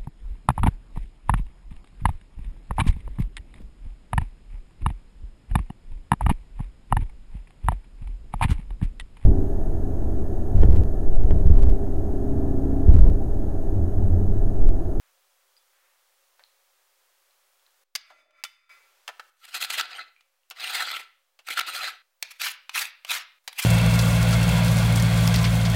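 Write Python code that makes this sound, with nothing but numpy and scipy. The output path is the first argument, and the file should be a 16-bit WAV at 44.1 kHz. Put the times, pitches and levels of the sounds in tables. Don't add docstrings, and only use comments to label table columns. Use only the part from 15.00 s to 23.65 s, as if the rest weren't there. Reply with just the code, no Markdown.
import sys
import numpy as np
from scipy import signal
from scipy.fft import rfft, irfft, next_fast_len
from scipy.io import wavfile
from scipy.ndimage import uniform_filter1d, map_coordinates

SR = 44100
rng = np.random.default_rng(int(sys.argv[2]) if len(sys.argv) > 2 else 0)


def amplitude_ratio(level_db):
    exponent = np.asarray(level_db, float) / 20
    return 10 ** exponent


def unload_wav(signal):
    wavfile.write(
        sys.argv[1],
        SR,
        np.round(np.clip(np.atleast_2d(signal).T, -1, 1) * 32767).astype(np.int16),
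    )


N = 381465
QUICK_FROM_S = 7.2


def unit(x):
    return x / np.sqrt(np.mean(x ** 2) + 1e-20)


def along(points, hz):
    f, v = np.transpose(points)
    return np.interp(np.log(hz + 1), np.log(f + 1), v)


def wobble(rate):
    return map_coordinates(rng.standard_normal(int(N * rate / SR) + 4), [np.arange(N) * rate / SR])


def filtered(x, response):
    m = next_fast_len(len(x) + 8192)
    return irfft(rfft(x, m) * response(np.fft.rfftfreq(m, 1 / SR)), m)[:len(x)]


def resonance(f, hz, width):
    return 1j * f * width / (hz * hz - f * f + 1j * f * width)


def above(f, hz):
    return 1 / np.sqrt(1 + (hz / (f + 1)) ** 8)


def below(f, hz):
    return np.sqrt(1 - above(f, hz) ** 2)


def swell(s, db, rise_s, fall_s):
    t = np.arange(N) / SR - s
    return amplitude_ratio(2 * db - 40 * np.maximum(-t / rise_s, t / fall_s))


def patchy(x, depth_db):
    z = signal.stft(x, nperseg=256)[2]
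    field = rng.standard_normal(z.shape)
    field = uniform_filter1d(uniform_filter1d(field, size=2, axis=0), size=9, axis=1)
    return signal.istft(z * amplitude_ratio(depth_db * unit(field)), nperseg=256)[1][:N]


def grit(per_second, spread_db, smooth):
    hit = rng.random(N) < per_second / SR
    burst = hit * rng.standard_normal(N) * amplitude_ratio(spread_db * rng.standard_normal(N))
    return unit(unit(burst) + smooth * rng.standard_normal(N))


def curves(tables, fade_s):
    def edge(row, ds, db):
        return (row[0] + ds, db, *row[2:])

    rows = []
    for table in tables:
        first, last = table[0], table[-1]
        rows += [edge(first, -.004, -120), *table]
        rows += [edge(last, fade_s, last[1] - 30), edge(last, fade_s + .004, -120)]
    s, *cols = np.transpose(rows)
    return [np.interp(np.arange(N) / SR, s, c) for c in cols]


def grating():
    drag_db, speed = stroke_motion()
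    quick = np.arange(N) / SR >= QUICK_FROM_S
    fine_slow_db, fine_fast_db = -25, 3
    thud_slow_db, thud_fast_db, quick_thud_db = -10, -24, -6
    fine_db = fine_slow_db + (fine_fast_db - fine_slow_db) * speed
    thud_db = thud_slow_db + (thud_fast_db - thud_slow_db) * speed + quick_thud_db * quick
    drag, slips = amplitude_ratio(2 * drag_db), slip_power()
    body = drag + slips
    fine = amplitude_ratio(2 * fine_db) * (body + amplitude_ratio(2 * 1) * slips)
    rub = patchy(grit(3000, spread_db=2.5, smooth=1.3), depth_db=4)
    tear = patchy(grit(6000, spread_db=3, smooth=1.2), depth_db=3)
    thud = patchy(rng.standard_normal(N), depth_db=3.5)
    low = plate(thud, lambda f: below(f, 800))
    mid = plate(rub, lambda f: above(f, 800) * below(f, 6800))
    high = plate(tear, lambda f: above(f, 6000))
    judder_db = 1.5 * wobble(250) - 0.36
    return amplitude_ratio(judder_db) * (np.sqrt(body) * (mid + amplitude_ratio(thud_db) * low) + np.sqrt(fine) * high)


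# time_s [s], pressure_db [dB], speed [0-1]
LONG_STROKES = [
    [(4.369, -80, .9), (4.444, -56, .7), (4.505, -53, .6), (4.53, -43, .6), (4.679, -49, .65),
     (4.71, -34, .55), (4.82, -38, .4), (4.877, -48, .3), (5.0, -41, .05)],
    [(5.549, -63, .4), (5.57, -47, .4), (5.63, -35.5, .5), (5.719, -37, .5), (5.74, -29, .55),
     (5.895, -35.5, .4), (5.968, -37, .45), (6.013, -46, .45)],
    [(6.446, -70, .7), (6.486, -39, .5), (6.557, -47, .6), (6.572, -35, .5), (6.655, -47, .35),
     (6.72, -41, .5), (6.82, -33, .5), (6.885, -33, .4), (6.958, -54, .3)],
]
QUICK_STROKES = [
    [(7.25, -56, .5), (7.385, -68, .8), (7.4, -38.5, .6), (7.416, -28, .5), (7.475, -31.5, .7),
     (7.559, -59, .6)],
    [(7.714, -58, .5), (7.73, -58, .7), (7.748, -29, .7), (7.824, -30, .7), (7.898, -57.5, .7)],
    [(8.065, -50, .4), (8.074, -55.5, .6), (8.105, -26.5, .6), (8.17, -31.5, .6), (8.228, -49.5, .4)],
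    [(8.49, -48.5, .4), (8.504, -61, .5), (8.544, -57.5, .7), (8.581, -43, .7), (8.646, -34, .8)],
]


def stroke_motion():
    drag_db, speed = curves(LONG_STROKES, .1)
    quick_db, quick_speed = curves(QUICK_STROKES, .03)
    quick = np.arange(N) / SR >= QUICK_FROM_S
    rows_db = 2 * wobble(55)
    return np.where(quick, quick_db, drag_db) + rows_db, np.where(quick, quick_speed, speed)


# middle_s [s], level_db [dB],
# length_ms [ms]
SLIPS = [(4.454, -47.5, 5.4), (4.486, -52, 9), (4.55, -28, 9), (4.565, -34, 22), (4.62, -29, 19.5),
         (4.645, -31.5, 17), (4.706, -28, 7.6), (4.742, -30, 24), (4.789, -25.5, 20), (4.801, -23.5, 6.3),
         (4.812, -27.5, 4.8), (4.96, -43, 24), (5.604, -37.5, 8.3), (5.644, -32, 10), (5.701, -32, 14),
         (5.753, -28, 11), (5.809, -31.5, 9), (5.826, -30.5, 6.5), (5.916, -31, 8.3), (5.967, -32, 4.5),
         (6.004, -40, 18), (6.474, -40, 9), (6.488, -27.5, 2.7), (6.509, -31.5, 12), (6.529, -35.5, 22),
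         (6.582, -28, 13), (6.595, -21, 5.8), (6.611, -26, 5.7), (6.686, -31.5, 28), (6.754, -32.5, 31),
         (7.314, -43.7, 12), (7.418, -23, 2.5), (7.448, -32.5, 23), (7.489, -35.5, 10),
               (7.51, -38, 16), (7.759, -32.5, 6.7), (7.796, -31, 11), (7.855, -33.5, 4), (8.083, -46, 5.3),
               (8.096, -38.5, 5), (8.115, -29, 9), (8.531, -47.5, 5), (8.595, -29.5, 15),
               (8.635, -31.5, 20)]


def slip_power():
    power, t = np.zeros(N), np.arange(N) / SR
    for s, db, ms in SLIPS:
        near = slice(round((s - .1) * SR), round((s + .1) * SR))
        power[near] += amplitude_ratio(2 * db) * np.exp(-np.abs((t[near] - s) / (ms * 0.00058)) ** 3.3)
    return power


# pitch_hz [Hz], width_hz [Hz], lift_db [dB]
PLATE = [(760, 50, 3), (1340, 90, 7), (2030, 60, 5), (2530, 90, 4), (3340, 60, 4), (4090, 60, 4.5),
         (4870, 110, 5), (5940, 50, 5), (6450, 90, 3), (7810, 80, 5), (8720, 60, 7), (9510, 48, 3),
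         (11400, 120, 4), (12170, 70, 4), (13000, 70, 4), (15000, 120, 4)]
# pitch_hz [Hz], density_db [dB per Hz]
PEEL = [(120, -68), (200, -33.5), (360, -23.5), (612, -17), (735, -10), (1020, -13), (1370, -0.5),
        (1680, -1.5), (4200, -2.5), (5630, -17), (7970, -16.5), (10500, -20.5), (14600, -21), (16000, -29)]
# pitch_hz [Hz], density_db [dB per Hz]
SCRATCH = [(150, -81), (250, -56), (380, -26.5), (788, -11.5), (1140, -8), (2620, 0), (7310, -12.5),
           (12500, -11.5), (16000, -18)]


def plate(x, keep):
    def modes(f):
        return 1 + sum((amplitude_ratio(db) - 1) * resonance(f, hz, w) for hz, w, db in PLATE)

    heavy = unit(filtered(x, lambda f: keep(f) * amplitude_ratio(along(PEEL, f)) * modes(f)))
    light = unit(filtered(x, lambda f: keep(f) * amplitude_ratio(along(SCRATCH, f)) * modes(f) ** .5))
    return np.where(np.arange(N) / SR < QUICK_FROM_S, heavy, light)


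def clicks(events, cycles, crack):
    out, t = np.zeros(N + SR), np.arange(SR // 40) / SR
    for s, db, hz in events:
        pop = np.sin(2 * np.pi * hz * t) * np.exp(-t * hz / cycles)
        grain = filtered(rng.standard_normal(len(t)), lambda f: resonance(f, 3100, 5700))
        out[round(s * SR):][:len(t)] += amplitude_ratio(db) * (pop + crack * grain * np.exp(-t / .0008))
    return filtered(out[:N], lambda f: resonance(f, 2800, 5000) / (1 + (600 / (f + 1)) ** 4))


# start_s [s], peak_db [dB], pitch_hz [Hz]
SNAPS = [(4.552, -24.5, 3150), (4.627, -17.5, 2600), (4.704, -16.5, 2570), (4.78, -28, 1310),
         (4.798, -15, 4040), (4.811, -12.5, 4870), (4.831, -28.5, 1440), (4.992, -26, 1970),
         (5.675, -20, 3030), (5.754, -23, 1420), (5.823, -17, 1420), (5.874, -21.5, 1440),
         (5.912, -31, 1350), (5.962, -20, 3170), (6.486, -20.5, 1340), (6.591, -13.5, 1330),
         (6.606, -21.5, 2270), (7.418, -20, 2740), (7.746, -23.5, 2220), (7.767, -20, 2420),
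         (7.794, -16.5, 4000), (8.117, -17.5, 3300), (8.591, -17, 2970)]


def tooth_snaps():
    return clicks(SNAPS, cycles=3, crack=.6)


# start_s [s], length_s [s], pitch_hz [Hz], level_db [dB]
SINGING = [(.565, 0.02, 4840, -61), (.565, 0.067, 3478, -74), (.565, 0.018, 8170, -70),
           (1.445, .03, 4060, -72), (4.2, 0.053, 1357, -64.5), (4.95, 0.045, 8710, -56.5),
           (4.96, 0.029, 11500, -63), (4.98, 0.041, 4120, -47), (4.982, .04, 2050, -46),
           (5.627, 0.087, 8740, -45.5), (5.771, 0.022, 8710, -47.5), (5.74, 0.044, 15200, -49.5),
           (5.96, 0.024, 14100, -54), (5.73, 0.035, 9510, -47), (5.69, 0.027, 12160, -45.5),
           (5.74, .06, 1407, -42), (5.8, 0.058, 1313, -42.5), (6.668, 0.13, 8710, -47),
           (6.88, 0.035, 11500, -55), (6.896, 0.093, 5940, -71), (6.8, 0.087, 4085, -39)]


def singing():
    out = np.zeros(N)
    for s, length, hz, db in SINGING:
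        n = round(length * SR)
        tone = filtered(rng.standard_normal(n), lambda f: resonance(f, hz, 30) ** 2)
        out[round(s * SR):][:n] += amplitude_ratio(db) * unit(tone) * np.hanning(n) ** .5
    return out


# start_s [s], peak_db [dB], pitch_hz [Hz], treble_db [relative dB], t60_s [s]
TAPS = [(1.394, -41.5, 1490, -40, .035), (1.404, -55, 1590, -40, .15), (2.952, -18, 4500, -13.5, .014),
        (3.012, -44.5, 2000, -11.5, .017), (3.102, -43.5, 1320, -40, .12), (3.308, -54.5, 2270, -15, .024),
        (3.438, -14.5, 4860, -22.5, .024), (4.078, -19, 2620, -20, .032), (4.088, -24, 1330, -20, .063),
        (4.196, -24, 1410, -25.5, .04), (5.208, -45, 2890, -26, .027), (5.5015, -23, 11300, -12, .006),
        (5.509, -26.5, 2700, -12.5, .051), (6.39, -39, 2704, -19, .063), (7.226, -11.5, 4000, -3, .021),
        (7.694, -20, 2560, -16, .023), (8.048, -24, 2680, -8, .028), (8.477, -17.5, 3970, -12, .035)]


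def knocks():
    out, t = np.zeros(N + SR), np.arange(SR // 8) / SR
    for k, (s, db, hz, treble_db, t60) in enumerate(TAPS):
        thud_db = -18 + 7 * np.log2(t60 / .03)
        noise = rng.standard_normal((3, len(t)))

        def colour(f):
            return .5 * resonance(f, .6 * hz, 1.3 * hz) ** 2 + resonance(f, hz, .1 * hz)

        dull = unit(filtered(noise[0], lambda f: colour(f) / (1 + (700 / (f + 1)) ** 4)))
        thud = unit(filtered(noise[1], lambda f: resonance(f, 750, 470) ** 2))
        sharp = unit(filtered(noise[2], lambda f: 1 / (1 + (5000 / (f + 1)) ** 4)))
        hold_s = .0095 * (k == 2)
        fall_db = -60 * np.maximum(t - hold_s, 0) / t60
        rattle = dull + amplitude_ratio(thud_db - 0.11 * fall_db) * thud + amplitude_ratio(treble_db + 1.2 * fall_db) * sharp
        attack = 1 - np.exp(-t / 0.00016)
        out[round(s * SR):][:len(t)] += amplitude_ratio(db - 7 + fall_db) * attack * rattle
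    return out[:N]


def during(take, s):
    return take == take[round(s * SR)]


# [upper modes, relative dB]
FRAME = [
    (2.967, -50, .003, .03, 6),
    (3.1, -58, .25, .02, -8),
    (3.2, -60, .9, .12, -8),
    (3.394, -58, .14, .2, -12),
    (3.449, -33, .003, .018, 0),
    (3.466, -54, .003, .1, 1),
    (3.52, -64, .05, .5, -7),
    (3.712, -50, .1, .22, -10),
]
# pitch_hz [Hz], width_hz [Hz], level_db [dB]
STEEL = [(1370, 24, -6), (1710, 12, -14), (2030, 20, -7), (2290, 12, -1), (2490, 10, -11), (3012, 10, -3),
         (3515, 10, 1.5), (3558, 10, 1.5), (3750, 20, -13), (4425, 10, -7), (4840, 14, -3), (4947, 10, -1),
         (5940, 30, -19), (6438, 10, -8), (8090, 20, -25)]


def frame_and_bowl(take):
    noise = rng.standard_normal(N)

    def steel(f):
        modes = sum((-1) ** k * amplitude_ratio(db) * resonance(f, hz, w) for k, (hz, w, db) in enumerate(STEEL))
        return modes + amplitude_ratio(-19) * resonance(f, 2500, 3500)

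    def glass(f):
        return (resonance(f, 610, 50) + 0.083 * resonance(f, 350, 250)) * (f < 1000)

    lower = unit(filtered(noise, lambda f: (f > 1000) * (f < 2700) * steel(f)))
    upper = unit(filtered(noise, lambda f: (f > 2700) * steel(f)))
    bowl = unit(filtered(noise, glass))
    power = np.array([swell(*row[:4]) * during(take, row[0]) for row in FRAME])
    lower_power = power.sum(axis=0)
    upper_power = amplitude_ratio(2 * np.transpose(FRAME)[4]) @ power
    rim_struck = swell(3.1, -67, .01, .5) * during(take, 3.1)
    bowl_power = amplitude_ratio(2 * -26) * lower_power + rim_struck
    chatter = amplitude_ratio(-3) * (np.sqrt(lower_power) * lower + np.sqrt(upper_power) * upper)
    return chatter + np.sqrt(bowl_power) * bowl


# start_s [s], ring_db [dB]
CLANKS = [
    (2.953, -56),
    (3.439, -52),
]
# pitch_hz [Hz], level_db [dB], t60_s [s]
RING_FIRST = [(1367, 0, 0.075), (2019, -11, 0.6), (2288, -8, 0.19), (2514, -20, 0.86), (3009, -11, 0.52),
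              (3515, -11, 1.6), (4430, -12, 0.53), (4840, -6, 0.44), (5943, -24, 0.64), (6438, -17, 0.35)]
RING_SECOND = [(1410, -16, 0.54), (2089, -6, 0.45), (2288, -3, 0.14), (3015, 0, 0.29), (3558, -9, 0.71),
               (4414, -20, 0.59), (4657, -19, 0.42), (4947, -11, 0.53), (6438, -8, 0.17), (8113, -36, 0.55)]


def frame_ringing(take):
    out = np.zeros(N)
    for (s, db), modes in zip(CLANKS, (RING_FIRST, RING_SECOND)):
        t = np.maximum(np.arange(N) / SR - s, 0)
        heard = during(take, s + .02)
        for hz, level_db, t60 in modes:
            fall_db = -60 * t / t60 + 1.5 * wobble(30)
            out += heard * amplitude_ratio(db + level_db + fall_db) * np.sin(2 * np.pi * hz * t)
    return out


# start_s [s], peak_db [dB], pitch_hz [Hz]
DRIPS = [(0.567, -45, 4800), (1.438, -37.5, 4170), (2.309, -53, 4150), (2.596, -54.5, 3400),
         (2.665, -47.5, 4100), (5.164, -46.5, 2380), (5.434, -60, 2830)]


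def dripping():
    return clicks(DRIPS, cycles=4, crack=.1)


# pitch_hz [Hz], t60_s [s]
KITCHEN = [(300, 0.27), (2000, 0.46), (5000, 0.4), (8000, 0.1), (15000, .15)]


def kitchen(x):
    hz, t, z = signal.stft(rng.standard_normal(SR // 2), SR, nperseg=256)
    hz = hz[:, None]
    decay = amplitude_ratio(-60 * t / along(KITCHEN, hz)) / (1 + (hz / 7500) ** 2)
    tail = signal.istft(z * decay, SR, nperseg=256)[1]
    return signal.fftconvolve(np.pad(x, (200, 0)), tail / np.linalg.norm(tail))[:N]


# peak_s [s], level_db [dB], rise_s [s per 20 dB], fall_s [s per 20 dB]
RUSTLE = [
    (.09, -60, .25, .04),
    (.804, -61.5, .2, .4),
    (2.676, -63, .03, .03),
    (2.77, -75, .8, .05),
]


def rustle():
    soft = unit(filtered(rng.standard_normal(N), lambda f: resonance(f, 1600, 1500) ** 2))
    power = sum(swell(*row) for row in RUSTLE)
    return np.sqrt(power) * amplitude_ratio(-9 + 1.2 * wobble(28)) * soft


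# pitch_hz [Hz], density_db [dB per Hz]
HISS = [(59, -68), (100, -46.5), (308, -24.5), (389, -5), (424, -12.5), (535, -1.5), (676, -7), (721, -2),
        (784, -4), (1200, -2.5), (1910, -5), (13200, -10.5), (16000, -8.5)]


def microphone_hiss(hiss_db, treble_db):
    def lines(f):
        return 1 + .8 * resonance(f, 3318, 30) + 1.4 * resonance(f, 543, 8.2)

    hiss = unit(filtered(rng.standard_normal(N), lambda f: amplitude_ratio(along(HISS, f)) * lines(f)))
    treble = filtered(hiss, lambda f: 1 / (1 + (7000 / (f + 1)) ** 4))
    return amplitude_ratio(hiss_db) * (hiss + (amplitude_ratio(treble_db) - 1) * treble)


# [echo kept, dB]
TAKES = [(0, -66.5, 0.5, -4.5), (2.838, -84, -2.5, 1), (2.96, -86.5, -12, -4), (3.43, -82.5, -12, -7.5),
         (3.693, -63.5, -4, -2), (4.3, -74, -0.5, -0.5), (7.021, -75, -0.5, -13.5), (7.2, -72, -0.5, 2),
         (8.387, -76, 2, -7), (8.44, -69, 3, -0.5)]


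def scene():
    s, hiss_db, treble_db, echo_db = np.transpose(TAKES)
    take = np.searchsorted(s, np.arange(N) / SR, side="right") - 1
    work = grating() + tooth_snaps() + singing() + knocks()
    steel = frame_and_bowl(take) + frame_ringing(take)
    drips = dripping()
    echo = amplitude_ratio(echo_db[take] - 17.5) * kitchen(work + amplitude_ratio(10) * drips)
    background = rustle() + microphone_hiss(hiss_db[take], treble_db[take])
    return (work + steel + drips + echo + background)[None]


def low_pass(x):
    return signal.sosfilt(signal.butter(12, 16540, fs=SR, output="sos"), x)


def record(dry):
    cut = filtered(dry[0], lambda f: (f < 15900) / np.sqrt(1 + (250 / (f + 1)) ** 16))
    return low_pass(cut[None] + 1e-4)


dry = scene()
out = record(dry)
unload_wav(out)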